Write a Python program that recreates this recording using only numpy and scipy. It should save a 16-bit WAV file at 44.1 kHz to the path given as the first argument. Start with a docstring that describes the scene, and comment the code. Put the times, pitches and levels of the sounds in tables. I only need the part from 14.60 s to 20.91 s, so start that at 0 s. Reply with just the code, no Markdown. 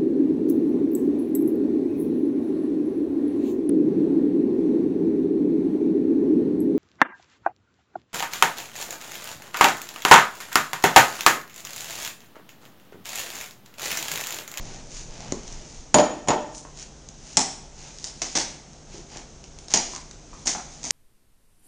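"""Bowl and cereal box in a hard kitchen

A bowl is knocked down twice on a counter: noise bursts thud, damped modes ring, each knock has a bright clink.
A cereal box is pried open: glue cracks as impulse bursts, fibres tear as grain streams, flaps thump the hollow box.
Fingers rub and tap box and bag as enveloped grains, above handling rumble, cloth, room noise and a faint hum.
Reflections follow blows, rubbing and tearing; a firm-kneed overload and a band limit act on the sum."""
import sys
import numpy as np
from scipy import signal
from scipy.fft import rfft, irfft
from scipy.io import wavfile

SR = 44100
rng = np.random.default_rng(int(sys.argv[2]) if len(sys.argv) > 2 else 0)


def to_wav(s):
    """Save 16-bit WAV."""
    ch = np.atleast_2d(s).T  # columns
    pcm = np.round(np.clip(ch, -1, 1) * 32767)  # PCM
    wavfile.write(sys.argv[1], SR, pcm.astype(np.int16))


N = 278271
TIME = np.arange(N) / SR

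# Levels in the tables are relative: each source adds its own offset or normalises the spectrum.
# Spectrum of the room noise and hiss: f/Hz, level/dB
FLOOR_SPECTRUM = [(12, -20), (20, 6.5), (49, 1), (101, -7.5), (162, -6), (210, -7), (568, -14),
                  (664, -12.5), (1040, -21), (1610, -23.5), (1790, -26), (4590, -25.5), (6290, -15.5),
                  (9550, -40), (10300, -60.5), (13400, -83), (22000, -120)]
# Hum of a refrigerator: mean f/Hz, rms level/dB
HUM_TONES = [(57, -61.5), (148, -57)]
# Handling: t/s, rumble level/dB, cloth level/dB
HANDLING_LEVELS = [(0.0, -36, -41), (0.266, -48, -48.5), (0.412, -37, -53), (0.668, -47, -42),
                   (0.782, -44, -52), (1.042, -39, -47), (1.092, -51, -55), (1.198, -40, -56),
                   (1.3, -42, -55)]
# Spectrum of the sleeves: f/Hz, level/dB
CLOTH_SPECTRUM = [(60, -3), (140, 9), (300, -1.5), (700, -4), (1200, -26), (3000, -34)]
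# Spectrum of the low handling rumble: f/Hz, level/dB
RUMBLE_SPECTRUM = [(8, -9), (25, 11), (45, -22), (80, -16.5), (160, -23), (400, -78)]
# Fingers sliding over box and bag: middle t/s, Gaussian width/s, level/dB, brightness/(dB per octave)
RUB_STROKES = [(0.1, 0.098, -42.5, -0.5), (0.37, 0.054, -38, 3), (0.638, 0.11, -42, -1.5),
               (0.912, 0.11, -44, -0.5), (1.128, .08, -45.5, 2.5), (1.976, 0.032, -41, 11),
               (2.21, 0.032, -40, 2.5), (3.245, 0.057, -42.5, 0.5), (3.501, .034, -47, -0.2),
               (4.36, 0.041, -42.5, 0.5), (4.562, 0.043, -40, -0.5), (5.124, 0.013, -31.5, 1),
               (5.342, 0.027, -37.5, 3), (6.123, 0.03, -46.5, 4)]
# Spectrum of hands sliding over cardboard and plastic, before tilting: f/Hz, level/dB
RUB_SPECTRUM = [(290, -50.5), (500, -3.5), (546, -19.5), (841, 1), (1110, -9), (2730, -6.5), (3700, -8.5),
                (6300, -2), (7060, -2.5), (8020, -21), (9100, -16.5), (9820, -38), (10300, -52),
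                (13400, -77), (22000, -120)]
# Clearest crinkles of the bag and fingernail taps: t/s, level/dB
TICK_EVENTS = [(0.7223, -17), (0.8778, -30), (0.9247, -31.5), (1.9486, -32.5), (2.174, -36.5),
               (2.488, -30.5), (3.3857, -30), (4.1327, -40), (4.8407, -35), (4.9879, -33), (5.0835, -29.5),
               (5.1058, -27), (5.3622, -25), (5.5115, -32), (6.2314, -28)]
# Bumps of the hands on the box: t/s, level/dB, stiffness of the spot as a factor on f
BUMP_EVENTS = [(0.7231, -24.5, 0.56), (2.051, -42.5, 1.19), (4.344, -41, 0.47), (4.56, -42.5, 0.96),
               (5.335, -42, 1.26), (5.731, -45.5, 1.33), (5.950, -32, 0.92)]
# Contacts of bowl and counter: t/s, rim level/dB, base level/dB, hard-edge level/dB, clink level/dB
BOWL_CONTACTS = [(1.3430, -12, -16.5, -15.5, -11), (1.385, -17.5, -16, -23, -36),
                 (1.6746, -32.5, -29.5, -41, -40), (1.6850, -19, -22, -23.5, -21.5),
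                 (1.7040, -19.5, -26, -27.5, -42)]
# Modes of counter and bowl: f/Hz, level/dB, undamped 60 dB decay time/s
COUNTER_MODES = [(167.5, -22, 0.22), (242, -22, .18), (306.7, -4.5, 0.27), (456, -2.5, 0.1), (596, 1, 0.23),
                 (625.4, 2, 0.14), (614, -10, 0.23), (750, -1, 0.17), (889, 0, 0.13), (985, -16, 0.079),
                 (1080, -22, 0.048), (1326, -9.5, 0.16), (1823, -1.5, 0.046), (3040, -22, 0.26),
                 (3120, -11, 0.049)]
# Modes of the clink: f/Hz, level/dB, 60 dB decay time/s
CLINK_MODES = [(6880, 3.5, 0.083), (9200, -14.5, 0.066)]
# Spectrum of the thud of rim and base: f/Hz, level/dB
THUD_SPECTRUM = [(40, -18), (110, -11.5), (240, 2), (400, -2.5), (700, 1.5), (950, 1), (1500, -16),
                 (2500, -33.5), (5000, -36.5), (10000, -53)]
# Spectrum of the rim's hard edge: f/Hz, level/dB
EDGE_SPECTRUM = [(100, 0.5), (700, -6), (1800, 4.5), (3000, 4), (4500, -0.5), (6400, 3.5), (7600, -6.5),
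                 (9500, -27.5), (11000, -42)]
# Flaps giving way: t/s, crack level/dB, crack decay/s, box thump level/dB, tear level/dB,
# tear length/s, brightness/(dB per octave), level of the grip before it/dB
FLAP_SNAPS = [(2.7704, -13, .0011, -21.5, -24, 0.023, 2.5, -43),
              (3.4426, -31, 0.0016, -49.5, -46, 0.033, 3.5, -45.5),
              (3.6184, -28, 0.0044, -39, -33, 0.02, -0.5, -67),
              (3.7524, -24, 0.005, -30, -25, 0.052, -1, -39),
              (5.138, -14, 0.0022, -25.5, -30.5, 0.018, 0.5, -59),
              (5.856, -37.5, 0.0058, -39, -31, 0.022, 6, -49),
              (5.871, -22, 0.0094, -37, -23.5, 0.029, 1, -58),
              (6.2401, -38.5, .0025, -39.5, -33, 0.053, 2.5, -55),
              (6.3068, -15.5, 0.0047, -33.5, -26, .01, 5, -46)]
# Spectrum of cracking glue, fibres and crinkles, before tilting: f/Hz, level/dB
CRACK_SPECTRUM = [(150, -29), (700, -9.5), (1200, -16.5), (2000, -9.5), (2800, -12.5), (4000, -10),
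                  (5200, -4.5), (6200, 1), (7000, -3), (7700, -13.5), (9000, -18.5), (10500, -43.5)]
# Spectrum of the hollow box, before any stiffness factor: f/Hz, level/dB
BOX_SPECTRUM = [(50, -32), (140, -8), (260, -1), (380, -3), (560, -8), (790, 0.5), (920, -4), (1100, -14),
                (2000, -17.5), (5000, -50)]
# Reverberation of the room: f/Hz, 60 dB decay time/s
ROOM_DECAY = [(100, 0.38), (300, 0.61), (800, 0.53), (2500, 0.6), (5000, 0.52), (7000, 0.48), (10000, 0.52)]

FLOOR_DB = -46
GRIP_LEAD_S, GRIP_WIDTH_S, GRIP_DB_PER_OCTAVE = 0.05, 0.077, 3.1  # fingers slide before each snap
NEAR_ROOM_DB, FAR_ROOM_DB, WALK_S = -6.5, 0, (0.85, 3.8)  # the box is carried into the room's sound
BOWL_ROOM_DB, BASE_LAG_S = 1.5, 0.01  # the base comes down just after the rim
CATCH_S, CATCH_DB = 0.0043, -6.5  # the glue catches again at even steps, weaker each time
FIBRES_PER_S, TEAR_SWELL_DB = 300, 2  # a tear grows as it runs, then stops
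THUMP_LAG_S, REBOUND_S, REBOUND_DB = 0.003055, 0.02, -5  # the flap hits the box, and once more
CUTOFF_HZ = 10150


def amp(db):
    """Logarithmic level: decibels become an amplitude ratio."""
    return 10 ** (np.asarray(db) / 20)


def unit(x):
    """Root-mean-square normalisation to 1."""
    return x / np.sqrt(np.mean(x ** 2) + 1e-20)


def blow(x):
    """Energy normalisation: the energy of a hundredth of a second at rms 1."""
    return x * np.sqrt(SR / 100 / np.sum(x ** 2))


def read(points, hz):
    """Logarithmic frequency scale: interpolates a table along it."""
    f, value = np.transpose(points)
    return np.interp(np.log(hz + 1), np.log(f + 1), value)


def causal(gain):
    """Minimum phase: the fastest-starting spectrum of this gain, over the full circle of frequencies."""
    return np.exp(np.conj(signal.hilbert(np.log(gain + 1e-5))))


def colour(x, points, size=4096):
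    """Linear filtering: convolution with the minimum-phase response of a spectrum."""
    gain = amp(read(points, abs(np.fft.fftfreq(size, 1 / SR))))
    taps = np.fft.ifft(causal(gain)).real
    return signal.fftconvolve(x, taps[:size // 2])


def tilted(points, brightness, uneven_db=0):
    """Spectral tilt in dB per octave, with random unevenness as each spot of cardboard has."""
    hz, db = np.transpose(points)
    tilt = brightness * np.log2(hz / hz[0])
    return np.column_stack([hz, db + tilt + uneven_db * rng.standard_normal(len(hz))])


def noise(points):
    """Stationary random noise: white noise shaped to a spectrum, at rms 1."""
    white = rfft(rng.standard_normal(N))
    gain = amp(read(points, np.fft.rfftfreq(N, 1 / SR)))
    return unit(irfft(white * gain, N))


def grains(per_s, grain_db, points, size):
    """Shot noise: a random stream of coloured clicks of uneven size, at rms 1."""
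    sizes = amp(grain_db * np.minimum(rng.exponential(1, size), 3)) * rng.choice([-1, 1], size)
    sounding = rng.random(size) < per_s / SR
    return unit(colour(sizes * sounding, points)[:size])


def burst(decay_s, grain_db, evenness=0.3, size=8192):
    """Decaying shot noise: uneven impulses, partly whitened so that little pitch remains."""
    sizes = amp(grain_db * np.minimum(rng.exponential(1, size), 4)) * rng.choice([-1, 1], size)
    spectrum = np.fft.fft(sizes * np.exp(-np.arange(size) / SR / decay_s))
    magnitude = abs(spectrum)
    ripple = causal((magnitude + magnitude.mean() / 10) ** evenness)
    return np.fft.ifft(spectrum / ripple).real[:size // 2]


def ring(modes):
    """Modal superposition: decaying sines, damped by the hand to a decay time of at most 0.2 s."""
    t = TIME[:SR // 2]
    total = np.zeros(len(t))
    for k, (hz, db, t60) in enumerate(modes):
        envelope = amp(db - 60 * t / min(t60, 0.2))
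        total += (-1) ** k * envelope * np.sin(2 * np.pi * hz * t)
    return blow(total)


def kitchen(x, room_db, first_s=0.0017, build_s=0.0021, wall_gain=5.04, size=32768):
    """Reverberation: dense reflections of random sign, with a decay time that depends on frequency."""
    taps = np.zeros(size)
    at = np.arange(0, size - 10, 10)
    taps[at + rng.integers(0, 10, len(at))] = rng.choice([-1, 1], len(at))
    walls_s = rng.uniform(0.004, 0.06, size=7)
    taps[(walls_s * SR).astype(int)] = wall_gain * rng.choice([-1, 1], len(walls_s))  # near cupboards
    hz, t, bands = signal.stft(taps, SR, nperseg=256)
    decay = amp(-60 * t / read(ROOM_DECAY, hz)[:, None])
    tail = signal.istft(bands * decay, SR, nperseg=256)[1][:size]
    tail *= np.clip((TIME[:size] - first_s) / build_s, 0, 1)
    tail *= amp(room_db) / np.linalg.norm(tail)  # reflected energy against the direct path
    tail[0] = 1  # the direct path
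    return signal.fftconvolve(x, tail)


def box_room(s):
    """Direct-to-reverberant ratio: the box's reflections gain on its direct sound with distance."""
    return np.interp(s, WALK_S, [NEAR_ROOM_DB, FAR_ROOM_DB])


def add(mix, s, sound):
    """Linear superposition: a sound joins the mix at a time."""
    part = mix[round(s * SR):][:len(sound)]
    part += sound[:len(part)]


def background(level_db=-0.5, waver_hz=1.38):
    """Stationary noise and frequency modulation: room noise and hiss, with a faint wavering hum."""
    drift = noise([(1, 0), (4, -6), (15, -60), (60, -120)])
    hum = np.zeros(N)
    for hz, db in HUM_TONES:
        phase = 2 * np.pi * np.cumsum(hz + waver_hz * drift) / SR  # waver is the rms deviation
        hum += amp(db) * np.sqrt(2) * np.sin(phase)
    return amp(FLOOR_DB + level_db) * noise(FLOOR_SPECTRUM) + hum


def handling(rumble_db=2.5, cloth_db=-1, stop_s=0.14):
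    """Amplitude-modulated noise: rumble and cloth follow a hand's swing and die as it comes to rest."""
    s, low_db, sleeve_db = np.transpose(HANDLING_LEVELS)
    moving = np.clip((s[-1] - TIME) / stop_s, 0, 1)
    rumble = amp(rumble_db + np.interp(TIME, s, low_db)) * noise(RUMBLE_SPECTRUM)
    cloth = amp(cloth_db + np.interp(TIME, s, sleeve_db)) * noise(CLOTH_SPECTRUM)
    return moving * (rumble + cloth)


def rubbing(slips_per_s=3000, slip_db=-4, crinkles_per_s=55, crinkle_db=-10,
            room_db=-5.5, crinkle_room_db=-6):
    """Stick-slip friction: fine slips on cardboard and sparser bag crinkles swell and fade by stroke."""
    mix = np.zeros(N)
    grips = [(s - GRIP_LEAD_S, GRIP_WIDTH_S, grip_db, GRIP_DB_PER_OCTAVE)
             for s, *_, grip_db in FLAP_SNAPS]
    for middle, width, db, brightness in list(RUB_STROKES) + grips:
        start = max(middle - 0.2, 0)
        t = start + TIME[:SR // 2]
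        pressure = amp(db) * np.exp(-((t - middle) / width) ** 2 / 2)
        slip_spectrum = tilted(RUB_SPECTRUM, brightness)
        slips = amp(slip_db) * grains(slips_per_s, 0.5, slip_spectrum, len(t))
        crinkle_spectrum = tilted(CRACK_SPECTRUM, brightness)
        crinkles = amp(crinkle_db) * grains(crinkles_per_s, 4, crinkle_spectrum, len(t))
        add(mix, start, kitchen(pressure * slips, room_db))
        add(mix, start, kitchen(pressure * crinkles, crinkle_room_db))
    return mix


def touches(tick_db=-11, tick_brightness=0.87, tick_room_db=-2, bump_room_db=3):
    """Impulse excitation: crinkles and nail taps are short and bright, bumps take the panel's colour."""
    mix = np.zeros(N)
    for s, db in TICK_EVENTS:
        spot = tilted(CRACK_SPECTRUM, tick_brightness, uneven_db=2.5)
        tick = blow(colour(burst(0.002, grain_db=5), spot))
        add(mix, s, kitchen(amp(db + tick_db) * tick, box_room(s) + tick_room_db))
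    for s, db, stiffness in BUMP_EVENTS:
        panel = np.multiply(BOX_SPECTRUM, [stiffness, 1])  # a stiffer spot sounds higher
        bump = blow(colour(burst(0.0024, grain_db=3.5), panel))
        add(mix, s, kitchen(amp(db) * bump, box_room(s) + bump_room_db))
    return mix


def bowl(ring_db=-3.5, thud_db=-1, edge_room_db=-5.5, ring_room_db=-1, clink_room_db=-6.5):
    """Impact and modal response: rim and base thud and ring the counter; the rim adds edge and clink."""
    mix = np.zeros(N)
    for s, rim_db, base_db, edge_db, clink_db in BOWL_CONTACTS:
        for at, db in (s, rim_db), (s + BASE_LAG_S, base_db):
            ringing = amp(db + ring_db) * ring(COUNTER_MODES)
            add(mix, at, kitchen(ringing, BOWL_ROOM_DB + ring_room_db))
            thud = blow(colour(burst(0.0045, grain_db=5), THUD_SPECTRUM))
            add(mix, at, kitchen(amp(db + thud_db) * thud, BOWL_ROOM_DB))
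        edge = blow(colour(burst(0.0075, grain_db=1.5), EDGE_SPECTRUM))
        add(mix, s, kitchen(amp(edge_db) * edge, BOWL_ROOM_DB + edge_room_db))
        add(mix, s, kitchen(amp(clink_db) * ring(CLINK_MODES), clink_room_db))
    return mix


def flaps(thump_room_db=2, tear_room_db=-1, late_db=-15, settle_s=0.035, count=3):
    """Fracture: glue cracks in quick steps, fibres tear and settle, the freed flap thumps the hollow box."""
    mix = np.zeros(N)
    t = TIME[:SR // 4]
    for s, crack_db, crack_s, thump_db, tear_db, tear_s, brightness, _ in FLAP_SNAPS:
        spot = tilted(CRACK_SPECTRUM, brightness, uneven_db=1.2)
        for k in range(count):
            crack = blow(colour(burst(crack_s, grain_db=5.5), spot))
            add(mix, s + k * CATCH_S, kitchen(amp(crack_db + k * CATCH_DB) * crack, box_room(s)))

        fibres = grains(FIBRES_PER_S, grain_db=4, points=spot, size=len(t))
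        pull = amp(tear_db + TEAR_SWELL_DB * t / tear_s) * np.exp(-(t / tear_s) ** 4)
        add(mix, s, kitchen(pull * fibres, box_room(s) + tear_room_db))

        for lag_s, db in (THUMP_LAG_S, thump_db), (THUMP_LAG_S + REBOUND_S, thump_db + REBOUND_DB):
            thump = blow(colour(burst(0.006, grain_db=2), BOX_SPECTRUM))
            add(mix, s + lag_s, kitchen(amp(db) * thump, box_room(s) + thump_room_db))

        late_spot = tilted(CRACK_SPECTRUM, brightness, uneven_db=3)
        late_fibres = grains(160, grain_db=2, points=late_spot, size=len(t))
        add(mix, s, amp(crack_db + late_db) * late_fibres * np.exp(-t / settle_s))  # no reflections
    return mix


def scene():
    """Linear superposition of all sources at one microphone."""
    return (background() + handling() + rubbing() + touches() + bowl() + flaps())[None]


def record(dry):
    """Saturation and band limiting: the input overloads with a firm knee, then a low-pass acts."""
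    ceiling = 0.68  # of full scale
    clipped = dry / (1 + (dry / ceiling) ** 6) ** (1 / 6)
    low_pass = signal.firwin(255, CUTOFF_HZ, window=("kaiser", 8), fs=SR)
    return signal.oaconvolve(clipped, low_pass[None], "same")


dry = scene()
out = record(dry)
to_wav(out)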